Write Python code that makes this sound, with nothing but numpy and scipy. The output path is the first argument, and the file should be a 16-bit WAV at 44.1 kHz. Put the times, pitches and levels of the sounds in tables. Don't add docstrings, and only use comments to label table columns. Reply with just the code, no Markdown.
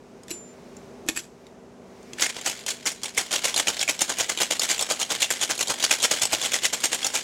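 import sys
import numpy as np
from scipy import signal
from scipy.fft import rfft, irfft, next_fast_len
from scipy.io import wavfile
from scipy.ndimage import uniform_filter1d

SR = 44100
rng = np.random.default_rng(int(sys.argv[2]) if len(sys.argv) > 2 else 0)


def to_wav(sig):
    pcm = np.clip(np.atleast_2d(sig), -1, 1) * 32767
    pcm = np.round(pcm).astype(np.int16)
    wavfile.write(sys.argv[1], SR, pcm.T)


N = 318843


def amp(db):
    return 10 ** (np.asarray(db) / 20)


def evened(x):
    return x / np.sqrt(np.mean(x ** 2) + 1e-20)


def noise():
    return rng.standard_normal(N)


def slow_noise(width):
    return evened(uniform_filter1d(uniform_filter1d(noise(), width), width))


def add(mix, start_s, sound):
    part = mix[round(start_s * SR):][:len(sound)]
    part += sound[:len(part)]


def coloured(x, points):
    size = next_fast_len(len(x))
    point_hz, point_db = np.transpose(points)
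    hz = np.fft.rfftfreq(size, 1 / SR)
    gain = amp(np.interp(np.log(hz + 1), np.log(point_hz + 1), point_db))
    return irfft(rfft(x, size) * gain, size)[:len(x)]


def along(curve):
    time_s, level_db = np.transpose(curve)
    return amp(np.interp(np.arange(N) / SR, time_s, level_db, left=-120, right=level_db[-1]))


# pitch_hz, level_db
AIR_SPECTRUM = [(18, -39), (30, -23), (50, -11.5), (100, -11), (200, -5.5), (330, -7.5), (420, -4.5),
                (600, -8), (1200, -17.5), (1850, -24.5), (4400, -32.5), (6500, -30.5), (15500, -53)]


def ventilation():
    return amp(-47.5) * evened(coloured(noise(), AIR_SPECTRUM))


# pitch_hz, level_db (rms, before wavering)
HUM_TONES = [(139.5, -63.5), (190, -57.5), (217, -59.5), (245.3, -52.5), (304, -71), (355, -62),
             (390, -55.5), (409, -60.5), (463.5, -61), (630, -65), (665, -64)]


def cooler():
    t = np.arange(N) / SR
    hum = np.zeros(N)
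    for pitch_hz, level_db in HUM_TONES:
        wavering = amp(level_db + 1.1 * slow_noise(3000))
        hum += np.sqrt(2) * wavering * np.sin(2 * np.pi * (pitch_hz * t + rng.random()))
    return hum


# time_s, level_db
RUSTLE_LEVEL = [(0.0, -64), (0.3, -61.5), (0.8, -59.5), (1.16, -67), (1.45, -60), (1.7, -77), (1.92, -61.5),
                (2.2, -53)]
# pitch_hz, level_db
CLOTH_SPECTRUM = [(880, -35), (1500, -4), (2270, 0), (3370, -9), (3600, -7), (5840, -6), (15000, -24)]


def sleeves():
    moving = np.arange(N) / SR < RUSTLE_LEVEL[-1][0]
    return along(RUSTLE_LEVEL) * moving * evened(coloured(noise(), CLOTH_SPECTRUM))


def ring(modes, length_s):
    t = np.arange(round(length_s * SR)) / SR
    sines = [amp(db - 60 * t / t60) * np.sin(2 * np.pi * hz * t) for hz, db, t60 in modes]
    x = sum(sines)
    return x / abs(x).max()


def shares(low_db, treble_db):
    treble = np.clip(amp(treble_db), 0, .97)
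    return np.array([amp(low_db), np.sqrt(1 - treble ** 2), treble])


# pitch_hz, level_db, t60_s
SHELL_MODES = [(136, -17, 0.028), (213, -16, 0.028), (327, -9, 0.032), (502, -3.5, 0.021), (631, -3, 0.021),
               (785, 5, 0.012), (1056, -0.5, 0.014), (1352, -6.5, 0.021), (1655, 1, 0.0097),
               (2189, -1, 0.018), (2716, 0.5, 0.012), (3286, -1, 0.025), (3920, -1.5, 0.014),
               (4534, -2.5, 0.023), (5500, -8, 0.023), (6356, 0, 0.0045), (6830, -4.5, 0.023),
               (7367, -5.5, 0.019), (8530, -9.5, 0.017), (9810, -13.5, 0.026), (11400, -21, 0.017),
               (12460, -12, 0.0068), (14400, -38, 0.036), (15100, -24.5, 0.015)]


def strike(damping, rise_s, near_hz=None):
    hz, db, t60 = np.repeat(SHELL_MODES, 3, axis=0).T[:, :, None]
    families_at = [24, 42]
    middle = slice(*families_at)
    shift, weight, phase = rng.standard_normal((3, len(hz), 1))
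    hz = hz * (1 + 0.0809 * shift)
    db = db + 4.44 * weight
    if near_hz:
        db[middle] -= np.minimum(70 * np.log(hz[middle] / near_hz) ** 2, 20)
    t = np.arange(1400) / SR
    modes = amp(db - 60 * t * damping / t60) * np.sin(2 * np.pi * hz * t + 3 * phase)
    modes *= 1 - np.exp(-t / (rise_s + 0.34 / hz))
    families = np.array([part.sum(0) for part in np.split(modes, families_at)])
    return families / abs(families).max(axis=1, keepdims=True)


# start_s, tap_db, treble_db (share of the tap), lid_db, counter_db
HANDLING_TAPS = [(.234, -35, 0, -60, -60), (.282, -29.5, -6, -35, -54), (.306, -29, -5, -45, -37),
                 (.312, -19, -3, -45, -30), (0.317, -41, 0, -50, -52), (.767, -33.5, 3, -60, -60),
                 (1.064, -44, 0, -43, -33), (1.0868, -9.5, -1, -5.5, -31), (1.090, -11.5, -8, -28, -19.5),
                 (1.094, -17, -6, -17, -19.5), (1.163, -22, 1.5, -18, -39), (1.168, -22, 1, -18, -52),
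                 (1.174, -20, -3, -10.5, -34), (1.19, -32, -5, -32, -42), (1.467, -36, -5, -51, -62),
                 (2.029, -43, 0, -60, -60), (2.133, -24, -3, -36, -39)]
# pitch_hz, level_db, t60_s
LID_MODES = [(1820, 1, 0.019), (2526, 4.5, 0.029), (4550, -8, 0.054), (7300, 1, 0.045), (7720, 1.5, 0.038),
             (11240, -0.5, 0.035)]
# pitch_hz, level_db, t60_s
COUNTER_MODES = [(329, 6, 0.11), (353.6, 4, 0.22)]


def handling():
    out = np.zeros(N)
    lid = ring(LID_MODES, .1)
    counter = ring(COUNTER_MODES, .1)
    for start_s, tap_db, treble_db, lid_db, counter_db in HANDLING_TAPS:
        blow = strike(damping=0.91, rise_s=0.00032)
        add(out, start_s, amp(tap_db) * shares(-29, treble_db) @ blow)
        add(out, start_s, amp(lid_db) * lid)
        add(out, start_s, amp(counter_db) * counter)
    return out


# pitch_hz, level_db, t60_s
CAP_MODES = [(7170, -5, 0.64), (7880, -2, 0.16), (10700, -8, 0.18), (11500, -7, .08), (4020, -4, 0.077),
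             (2740, -6, .04)]


def loose_cap():
    out = np.zeros(N)
    cap = ring(CAP_MODES, length_s=0.234)
    samples_left = np.arange(len(cap))[::-1]
    add(out, .306, amp(-20) * cap * np.minimum(samples_left / 500, 1))
    return out


def chips(per_s, spread_db, count=90):
    kinds = [strike(damping=1.0, rise_s=0.00027) for _ in range(count)]
    when, size, kind = rng.random((40000, 3)).T
    times = np.cumsum(-np.log(when) / per_s)
    times = times[times < N / SR]
    levels_db = spread_db * np.minimum(-np.log(size), 4)
    rows = np.zeros((N, 3))
    for start_s, level_db, k in zip(times, levels_db, (kind * count).astype(int)):
        add(rows, start_s, amp(level_db) * kinds[k].T)
    return rows.T / rows.std(axis=0)[:, None]


# crest_s, rattle_db, slosh_db (share of the low family), rise_s
ICE_STROKES = [(0.314, -41.5, -6.5, 0.022), (1.092, -27, -8, .009), (1.174, -29.5, -22, 0.015),
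               (2.226, -13.5, -16.5, 0.0096), (2.302, -34.5, -11, 0.036), (2.371, -34, 0, 0.0068),
               (2.466, -20.5, -10.5, 0.011), (2.69, -24.5, -14.5, 0.012), (2.869, -18.5, -16.5, 0.0073),
               (3.045, -26, -9, 0.0088), (3.184, -19, -9.5, 0.0093), (3.344, -17.5, -9.5, 0.018),
               (3.451, -17, -9.5, 0.0096), (3.6, -19.5, -8, 0.033), (3.686, -19, -6.5, 0.013),
               (3.819, -22.5, -19, 0.016), (3.898, -17.5, -11.5, .01), (4.019, -14, -12.5, .01),
               (4.101, -19, -5.5, 0.012), (4.213, -18.5, -8.5, 0.018), (4.3, -20.5, -6.5, 0.0079),
               (4.42, -16, -8, 0.013), (4.511, -17.5, -9, 0.0047), (4.636, -16, -14, .012),
               (4.712, -19, -13.5, 0.016), (4.824, -19, -8, 0.022), (4.914, -20, -6, 0.015),
               (5.012, -18.5, -9.5, 0.013), (5.111, -21.5, -6, 0.0096), (5.23, -15, -23, 0.012),
               (5.311, -20.5, -10, 0.0049), (5.438, -16.5, -12.5, 0.021), (5.509, -19, -6, .0097),
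               (5.612, -18, -9, 0.011), (5.704, -23.5, -2, 0.011), (5.85, -18, -16, 0.02),
               (5.92, -12.5, -10.5, .012), (6.05, -12, -14, 0.014), (6.119, -13.5, -9, 0.01),
               (6.225, -17.5, -11, 0.0083), (6.329, -17.5, -7, 0.0062), (6.46, -22, -10, 0.031),
               (6.545, -18.5, -12.5, 0.013), (6.658, -15, -17, 0.017), (6.735, -16.5, -7, .005),
               (6.849, -13.5, -12.5, 0.011), (6.938, -20.5, -8.5, 0.016), (7.069, -23.5, -7.5, 0.026),
               (7.155, -19, -8.5, 0.016)]
# time_s, level_db
TUMBLE_LEVEL = [(2.15, -79), (2.2, -33.5), (2.38, -39), (2.73, -45), (2.98, -49.5), (3.38, -37),
                (4.03, -36.5), (4.82, -36.5), (5.5, -39), (6.22, -31.5), (6.71, -37.5), (7.23, -36.5)]


def rattle():
    lumps = amp(3.5 * slow_noise(600))
    level = shares(-12.5, -5.0)[:, None] * along(TUMBLE_LEVEL) * lumps
    t = np.arange(-SR // 10, SR // 4) / SR
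    crests = np.array(ICE_STROKES)[:, 0]
    gaps_s = np.diff(crests, append=crests[-1] + 0.13)
    settle_s = np.clip(0.96 * gaps_s, .02, 0.19)
    for (crest_s, rattle_db, slosh_db, rise_s), t60 in zip(ICE_STROKES, settle_s):
        swell = np.exp(-(np.minimum(t, 0) / -max(rise_s, .002)) ** 1.56)
        shape = amp(rattle_db - 60 * np.maximum(t, 0) / t60) * swell
        for row, share in zip(level, shares(slosh_db, treble_db=-2)):
            add(row, crest_s + t[0], share * shape)
    small_chips = chips(per_s=2200, spread_db=5.5)
    lesser_cubes = amp(-4.5) * chips(per_s=260, spread_db=3.5)
    return (level * (small_chips + lesser_cubes)).sum(0)


# start_s, level_db, pitch_hz (of the clack), treble_db (share)
CUBE_KNOCKS = [(2.1842, -25, 1730, -5.5), (2.2089, -11, 1930, 0), (2.2243, -9, 1990, -1.5),
               (2.2354, -12, 2080, -3.5), (2.2432, -8, 2170, -2.5), (2.2641, -9.5, 2170, -3.5),
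               (2.2987, -17, 2190, -5), (2.3675, -28, 4770, -2.5), (2.4124, -18.5, 3280, -2),
               (2.4628, -12, 1930, -3.5), (2.4985, -13, 2700, -1), (2.5116, -19, 2650, -2),
               (2.5985, -28.5, 1910, 0), (2.6636, -13.5, 3380, -1.5), (2.6884, -18, 4140, -1.5),
               (2.705, -15, 4240, -1.5), (2.8557, -14, 1600, -0.5), (2.8614, -9, 2080, -1),
               (2.87, -9, 4900, 0), (2.8764, -10, 2140, -1.5), (2.9168, -17.5, 2120, 0),
               (3.0333, -12.5, 4260, -2), (3.057, -15, 3180, -2), (3.1474, -26, 2620, -1),
               (3.1768, -3.5, 2150, -2), (3.316, -12, 2890, -1), (3.3282, -9, 3720, -1.5),
               (3.3433, -12.5, 3900, -5), (3.3604, -7.5, 3370, -4), (3.4421, -13.5, 2270, -2.5),
               (3.451, -11, 2100, -2.5), (3.4807, -13.5, 2210, -2.5), (3.542, -9.5, 3260, -3),
               (3.562, -4.5, 4900, -2), (3.578, -6, 3500, -2.5), (3.5987, -5.5, 2960, -3.5),
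               (3.6716, -7, 2560, -4), (3.682, -4.5, 3070, -3), (3.7439, -18, 3740, -4),
               (3.7929, -10.5, 4720, -3.5), (3.8124, -6.5, 3870, -3), (3.828, -6.5, 2600, -2.5),
               (3.8782, -10, 2230, -5.5), (3.8876, -7, 2240, -4.5), (3.897, -9, 2160, -8),
               (3.9913, -10.5, 3570, -2.5), (4.0074, -9, 3500, 0), (4.0178, -1, 3180, 0),
               (4.0954, -10, 4750, 0), (4.185, -10.5, 2420, -0.5), (4.2028, -11, 2970, -2.5),
               (4.2104, -13, 3200, 1), (4.296, -8.5, 2050, -1.5), (4.3743, -11, 3130, -4.5),
               (4.387, -12.5, 3340, -5), (4.4014, -14, 3110, -3), (4.415, -10, 3600, -4),
               (4.4314, -6, 3360, -1.5), (4.5062, -12, 3700, -6), (4.5188, -11.5, 3010, -4),
               (4.595, -6, 4870, -1.5), (4.6169, -9, 2830, -3), (4.6324, -9, 3700, -1),
               (4.689, -12, 3170, -2.5), (4.706, -11, 2950, 0), (4.713, -6, 2120, -0.5),
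               (4.7795, -15, 2940, -2.5), (4.793, -7.5, 3280, -1.5), (4.81, -8.5, 3940, -1),
               (4.8246, -6, 3500, 0), (4.9008, -9.5, 4790, -1.5), (4.9194, -9, 2970, 0),
               (4.999, -10, 4100, -0.5), (5.0154, -12, 3090, 0), (5.0274, -9.5, 3310, -2),
               (5.1038, -14.5, 3200, -3.5), (5.2051, -14, 3260, -1), (5.2187, -5.5, 3300, -5),
               (5.2277, -5, 2780, -4), (5.2428, -7.5, 3370, -5), (5.3041, -6.5, 2060, -2),
               (5.323, -11, 2090, 0), (5.4124, -11, 3360, -0.5), (5.4324, -6, 3540, -3),
               (5.4977, -13, 2000, -5), (5.5528, -18, 4120, -1), (5.578, -15, 4280, -2),
               (5.5915, -10.5, 2620, -0.5), (5.6096, -13, 3180, -1), (5.6274, -8.5, 3470, -2),
               (5.6722, -14, 3690, -1.5), (5.681, -12, 4560, -1.5), (5.6989, -9.5, 2450, -1.5),
               (5.708, -13, 4820, 1), (5.7388, -23, 3700, -1), (5.7982, -17, 3110, -2.5),
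               (5.8027, -15, 3280, -2.5), (5.8264, -8.5, 3950, -3), (5.8371, -12, 3940, 0),
               (5.8486, -6.5, 4400, -5), (5.911, -0.5, 2510, -5), (5.9143, -11, 3400, -7),
               (5.9494, -18, 3400, 0), (6.002, -11.5, 3750, -2.5), (6.0104, -16, 3300, -4),
               (6.0216, -9.5, 3300, 0), (6.0278, -5, 3220, -1), (6.0404, -7, 2810, -1),
               (6.0457, -2.5, 3100, -1), (6.114, -7, 2370, -1), (6.1184, -10, 4370, -0.5),
               (6.1957, -14.5, 3340, -2), (6.218, -6, 4500, -2), (6.2244, -14, 3520, -1),
               (6.2327, -3, 2950, -1), (6.2532, -3.5, 3010, 0), (6.324, -11, 2540, -3),
               (6.344, -19, 4900, -1.5), (6.414, -12, 3470, -4), (6.4258, -10.5, 4360, -2),
               (6.4488, -14, 3620, -6), (6.4594, -11, 3040, -4), (6.5193, -12, 2220, -1.5),
               (6.534, -8, 3230, -4), (6.5414, -7, 1940, -1.5), (6.554, -9, 3450, -1),
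               (6.634, -14, 3430, -5), (6.6456, -10, 2640, -7), (6.6528, -10, 3040, -5),
               (6.7316, -12.5, 3510, 0.5), (6.804, -17.5, 3630, -0.5), (6.8394, -10, 2810, -2.5),
               (6.8546, -5.5, 3020, -0.5), (6.9303, -9.5, 1930, -2), (6.9454, -12.5, 2730, 0),
               (7.0292, -13, 3300, -4.5), (7.0452, -5.5, 3630, -1), (7.0663, -6.5, 4580, -1),
               (7.1413, -11, 4750, -0.5), (7.161, -8, 2200, -1.5)]


def cubes():
    out = np.zeros(N)
    for start_s, level_db, pitch_hz, treble_db in CUBE_KNOCKS:
        blow = strike(damping=0.64, rise_s=0.00033, near_hz=pitch_hz)
        add(out, start_s, amp(level_db) * shares(-15, treble_db) @ blow)
        clack = ring([(pitch_hz, 0, 0.039)], length_s=.05)
        middle_share = shares(0, treble_db)[1]
        add(out, start_s, amp(level_db - 9) * middle_share * clack)
    return out


def room(x, t60, start_s):
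    taps = np.zeros(SR // 3)
    at = np.arange(round(start_s * SR), len(taps) - 20, 20)
    taps[at + rng.integers(0, 20, len(at))] = rng.choice([-1., 1.], len(at))
    taps *= amp(-60 * np.arange(len(taps)) / SR / t60)
    return signal.oaconvolve(x, taps / np.linalg.norm(taps))[:N]


# pitch_hz, level_db
WIDTH_SPECTRUM = [(30, -30), (180, -46), (550, -56), (1400, -73), (3000, -47), (6000, -27), (10000, -12),
                  (15000, -4)]


def scene():
    bar = ventilation() + cooler() + sleeves()
    shaker = handling() + loose_cap() + rattle() + cubes()
    mid = bar + shaker + amp(-14.0) * room(shaker, t60=0.24, start_s=.004)
    side = slow_noise(150) * coloured(mid, WIDTH_SPECTRUM)
    return np.array([mid + side, mid - side])


def record(dry):
    power_db = 10 * np.log10(abs(uniform_filter1d((dry ** 2).mean(0), 900)) + 1e-12)
    power_db[0] = -22.5
    fall = np.arange(N) * 17.7 / SR
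    held_db = np.maximum.accumulate(power_db + fall) - fall
    over_db = np.maximum(held_db + 39.0, 0)
    ducked = dry / amp(0.23 * uniform_filter1d(over_db, 400))
    rounded = 0.65 * np.tanh(ducked / 0.62)
    low_pass = signal.firwin(511, 16000, window=("kaiser", 9), fs=SR)
    return signal.oaconvolve(rounded, low_pass[None], "same")


dry = scene()
out = record(dry)
to_wav(out)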